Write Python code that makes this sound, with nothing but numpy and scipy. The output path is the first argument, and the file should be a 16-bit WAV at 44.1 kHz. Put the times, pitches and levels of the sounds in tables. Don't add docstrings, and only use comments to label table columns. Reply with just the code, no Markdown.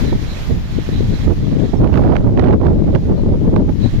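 import sys
import numpy as np
from scipy import signal
from scipy.io import wavfile
from scipy.ndimage import uniform_filter1d

SR = 44100
rng = np.random.default_rng(int(sys.argv[2]) if len(sys.argv) > 2 else 0)


def put_to_file(sound):
    columns = np.atleast_2d(sound).T
    safe = np.clip(columns, -1, 1)
    whole_steps = np.round(safe * 32767)
    wavfile.write(sys.argv[1], SR, whole_steps.astype(np.int16))


N = 176400
TIME = np.arange(N) / SR

# t/s, relative level/dB
PUSH_LEFT = [(0.03, -11.5), (0.434, -29), (0.554, -19), (0.698, -24), (0.788, -11.5), (0.853, -27),
             (1.008, -10), (1.06, -20), (1.12, -9.5), (1.17, -22.5), (1.24, -13.5), (1.3, -24.5),
             (1.47, -12), (1.58, -12.5), (1.665, -12.5), (1.725, -32), (1.811, -8.5), (1.925, -23.5),
             (2.075, -9.5), (2.14, -21), (2.22, -13), (2.36, -15), (2.54, -12.5), (2.58, -15), (2.734, -15),
             (2.774, -11), (3.045, -17.5), (3.108, -13), (3.637, -13), (3.69, -19.5), (3.861, -8),
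             (3.91, -25), (3.965, -9.5)]
PUSH_RIGHT = [(0.0, -22), (0.11, -19), (0.124, -8.5), (0.152, -10), (0.18, -30), (0.46, -23), (0.515, -8),
              (0.6, -27), (0.8, -27), (1.127, -17), (1.175, -22.5), (1.247, -21), (1.272, -10), (1.312, -5),
              (1.347, -19), (1.5, -26), (1.532, -14), (1.606, -34), (1.646, -19), (1.7, -32.5), (1.741, -5),
              (1.781, -17), (1.841, -4), (1.915, -11.5), (1.941, -5.5), (2.165, -9), (2.22, -13),
              (2.265, -9), (2.35, -15.5), (2.385, -6.5), (2.539, -5), (2.579, -32.5), (2.612, -7),
              (2.69, -3.5), (2.82, -23.5), (2.878, -10.5), (2.925, -16), (2.955, -2), (2.995, -23),
              (3.123, -6), (3.16, -21.5), (3.342, -11), (3.395, -26), (3.44, -17.5), (3.577, -8.5),
              (3.66, -17.5), (3.697, -5.5), (3.737, -29.5), (3.916, -22), (3.941, -7), (3.996, -42.5)]
# f/Hz, relative level/dB
RUMBLE_TONE_LEFT = [(130, -0.5), (250, -4), (450, -15), (700, -34.5), (1100, -41.5), (2500, -66.5)]
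RUMBLE_TONE_RIGHT = [(20, -1), (60, 4.5), (130, -1), (250, -4.5), (450, -13.5), (750, -27), (1400, -45),
                     (3000, -57.5), (7000, -82.5)]
# t/s, shift/octaves
RUMBLE_SHIFT = [(1.3, -0.32), (1.6, 0.058), (3.6, 0.061), (3.85, -0.59)]

def buffeting(push, tone, level_db, follow, octaves_per_db, flutter_db):
    medium_gust_db = -14
    force_db = in_time(push) - medium_gust_db + flutter_db * drift(45)
    stretch = 2 ** (in_time(RUMBLE_SHIFT) + octaves_per_db * force_db)
    lows, highs, centres, widths = bands(tone[-1][0])
    gains = np.array([np.sqrt(width) * from_db(at_hz(tone, hz / stretch))
                      for hz, width in zip(centres, widths)])
    eddies = sum(gain * noise_band(low, high) for gain, low, high in zip(gains, lows, highs))
    eddies = eddies / np.sqrt(np.sum(gains ** 2, axis=0))
    eddies = rms_one(eddies / local_rms(eddies) ** .6)
    return eddies * from_db(level_db + follow * force_db)


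# t/s, peak level/dB
EDDY_KNOCKS = [(0.788, -2), (0.891, -3.5), (1.008, -1.5), (1.57, -2), (3.236, -2.5)]

def knocks(pitch_hz=286):
    out = 0
    for when, db in EDDY_KNOCKS:
        phase_squared = np.minimum((np.pi * pitch_hz * (TIME - when)) ** 2, 20)
        out = out + from_db(db) * (1 - 2 * phase_squared) * np.exp(-phase_squared)
    return out


# t/s, relative level/dB
EDDY_SNAPS = [(1.304, -36), (1.814, -30.5), (1.842, -22), (1.872, -25), (1.928, -21), (1.939, -17),
              (1.955, -18.5), (1.973, -17), (2.119, -26), (2.154, -22), (2.164, -15.5), (2.374, -20),
              (2.394, -11.5), (2.44, -26.5), (2.47, -20.5), (2.482, -20), (2.507, -22.5), (2.527, -23),
              (2.612, -25.5), (2.649, -28), (2.666, -17), (2.949, -16), (2.957, -20), (3.561, -15),
              (3.691, -29)]

def snaps(rise_s=.002, boost_db=2):
    out = 0
    for when, db in EDDY_SNAPS:
        age = np.clip((TIME - when) / rise_s, 0, 20)
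        envelope = (age * np.exp(1 - age)) ** 2
        burst = rasp(envelope)
        energy_gain = np.sqrt(np.sum(envelope ** 2) / np.sum(burst ** 2))
        out = out + from_db(db + boost_db) * burst * energy_gain
    return out


# middle t/s, half-length/s, level/dB
POP_RUNS = [(2.05, 0.2, -30), (2.452, .08, -26.5)]

def sputtering(gap_s=(.003, .014), decay_s=.0025):
    times = np.cumsum(rng.uniform(*gap_s, 1500))
    clicks = np.zeros(N)
    clicks[(times[times < N / SR] * SR).astype(int)] = 1
    fading_clicks = signal.lfilter([1], [1, -np.exp(-1 / (decay_s * SR))], clicks)
    pops = rms_one(rasp(fading_clicks))
    return pops * sum(from_db(db) * swell(when, length) for when, length, db in POP_RUNS)


def rasp(envelope):
    burst = envelope * rng.standard_normal(N) + 1e-18
    middle = filtered(filtered(burst, 1100, "low"), 420, "high")
    return filtered(middle, 5000, "low")


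# t/s, relative level/dB
FOLIAGE_LEFT = [(0.0, -40.5), (0.7, -47.5), (1.15, -40.5), (1.6, -52), (2.0, -46.5), (2.4, -51.5),
                (3.5, -46.5), (3.9, -45)]
FOLIAGE_RIGHT = [(0.0, -45), (0.8, -49), (1.15, -45), (1.7, -50), (2.3, -52), (2.9, -51.5), (3.75, -55.5),
                 (3.83, -48.5)]
# f/Hz, left relative level/dB, right relative level/dB
HISS_TONE = [(383, 10.5, 9), (1390, -1, -0.5), (1950, -2.5, 3.5), (2730, -2.5, -3.5), (3650, -4.5, 0.5),
             (4500, -5.5, -5.5), (6820, -10.5, -11.5), (8540, -35.5, -23.5), (9600, -9.5, -17),
             (10500, -26.5, -51.5), (12100, -16, -25)]

def foliage(levels, boost_db, column, waver_db=1.2):
    hiss = 0
    for low, high, hz, width in zip(*bands(SR / 2)):
        band = noise_band(low, high) * np.sqrt(width)
        hiss = hiss + band * from_db(at_hz(HISS_TONE, hz, column) + waver_db * drift(16))
    return rms_one(hiss) * from_db(in_time(levels) + boost_db + waver_db * drift(12) / 2)


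def wind_suppression(hiss, wind, threshold_db=-23, cut_per_db=0.87, lag_s=0.082):
    excess_db = np.maximum(20 * np.log10(local_rms(wind)) - threshold_db, 0)
    memory = np.exp(-1 / (lag_s * SR))
    lagging_db = signal.lfilter([1 - memory], [1, -memory], excess_db)
    return hiss * from_db(-cut_per_db * lagging_db)


# t/s, f/Hz, level on the right/dB
TREE_WHISTLES = [(.085, 3994, -38), (.315, 3970, -36), (.965, 3860, -37), (1.15, 3980, -40.5),
                 (3.19, 4140, -49), (3.854, 3950, -36.5)]

def whistles(width_hz=440, half_length_s=0.052, left_db=-11.5):
    out = 0
    for when, hz, db in TREE_WHISTLES:
        sides = np.array([noise_band(hz - width_hz / 2, hz + width_hz / 2) for _ in range(2)])
        out = out + sides * from_db(db) * swell(when, half_length_s)
    return out * np.array([[from_db(left_db)], [1]])


def peep(when_s=1.779, pitch_hz=5400, level_db=-44):
    return from_db(level_db) * swell(when_s, half_length_s=.018) * np.sin(2 * np.pi * pitch_hz * TIME)


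def from_db(db):
    return 10 ** (np.asarray(db) / 20)


def rms_one(x):
    return x / np.sqrt(np.mean(x ** 2) + 1e-20)


def local_rms(x, window_s=.04):
    size = int(window_s * SR)
    return np.sqrt(uniform_filter1d(uniform_filter1d(x ** 2, size), size) + 1e-12)


def in_time(rows):
    return np.interp(TIME, *np.transpose(rows))


def at_hz(tone, hz, column=1):
    tone = np.array(tone)
    return np.interp(np.log(hz), np.log(tone[:, 0]), tone[:, column])


def swell(when_s, half_length_s):
    return np.exp(-np.minimum(((TIME - when_s) / half_length_s) ** 2, 20) * 2)


def drift(rate_hz):
    step, warm_up = 40, 2000
    memory = np.exp(-2 * np.pi * step * rate_hz / SR)
    noise = rng.standard_normal(N // step + warm_up + 2)
    slow = signal.lfilter([1], [1, -2 * memory, memory * memory], noise)[warm_up:]
    return np.interp(np.arange(N) / step, np.arange(len(slow)), rms_one(slow))


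def filtered(x, hz, kind, order=2):
    return signal.sosfilt(signal.butter(order, hz, kind, fs=SR, output="sos"), x)


def noise_band(low, high):
    noise = rng.standard_normal(N + SR // 4)
    return rms_one(filtered(noise, [low, high], "band", order=3)[-N:])


def bands(top_hz):
    edges = np.r_[np.geomspace(14, 900, 13)[:-1], np.geomspace(900, 5000, 12)[:-1],
                  np.linspace(5000, 15000, 14)]
    edges = edges[edges < top_hz]
    return edges[:-1], edges[1:], np.sqrt(edges[:-1] * edges[1:]), np.diff(edges)


def scene():
    wind_left = buffeting(PUSH_LEFT, RUMBLE_TONE_LEFT,
                          level_db=-12.7, follow=.8, octaves_per_db=.055, flutter_db=2.6)
    wind_right = buffeting(PUSH_RIGHT, RUMBLE_TONE_RIGHT,
                           level_db=-12.6, follow=.75, octaves_per_db=.068, flutter_db=2.5)
    wind_left += knocks()
    wind_right += snaps() + sputtering()
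    hiss_left = foliage(FOLIAGE_LEFT, boost_db=14, column=1)
    hiss_right = foliage(FOLIAGE_RIGHT, boost_db=18, column=2)
    left = wind_left + wind_suppression(hiss_left, wind_left) + peep()
    right = wind_right + wind_suppression(hiss_right, wind_right)
    return np.array([left, right]) + whistles()


def record(dry):
    ceiling, cutoff_hz = .92, 14200
    rounded = dry / (1 + (dry / ceiling) ** 4) ** (1 / 4)
    return signal.sosfilt(signal.ellip(12, .1, 80, cutoff_hz, fs=SR, output="sos"), rounded)


dry = scene()
out = record(dry)
put_to_file(out)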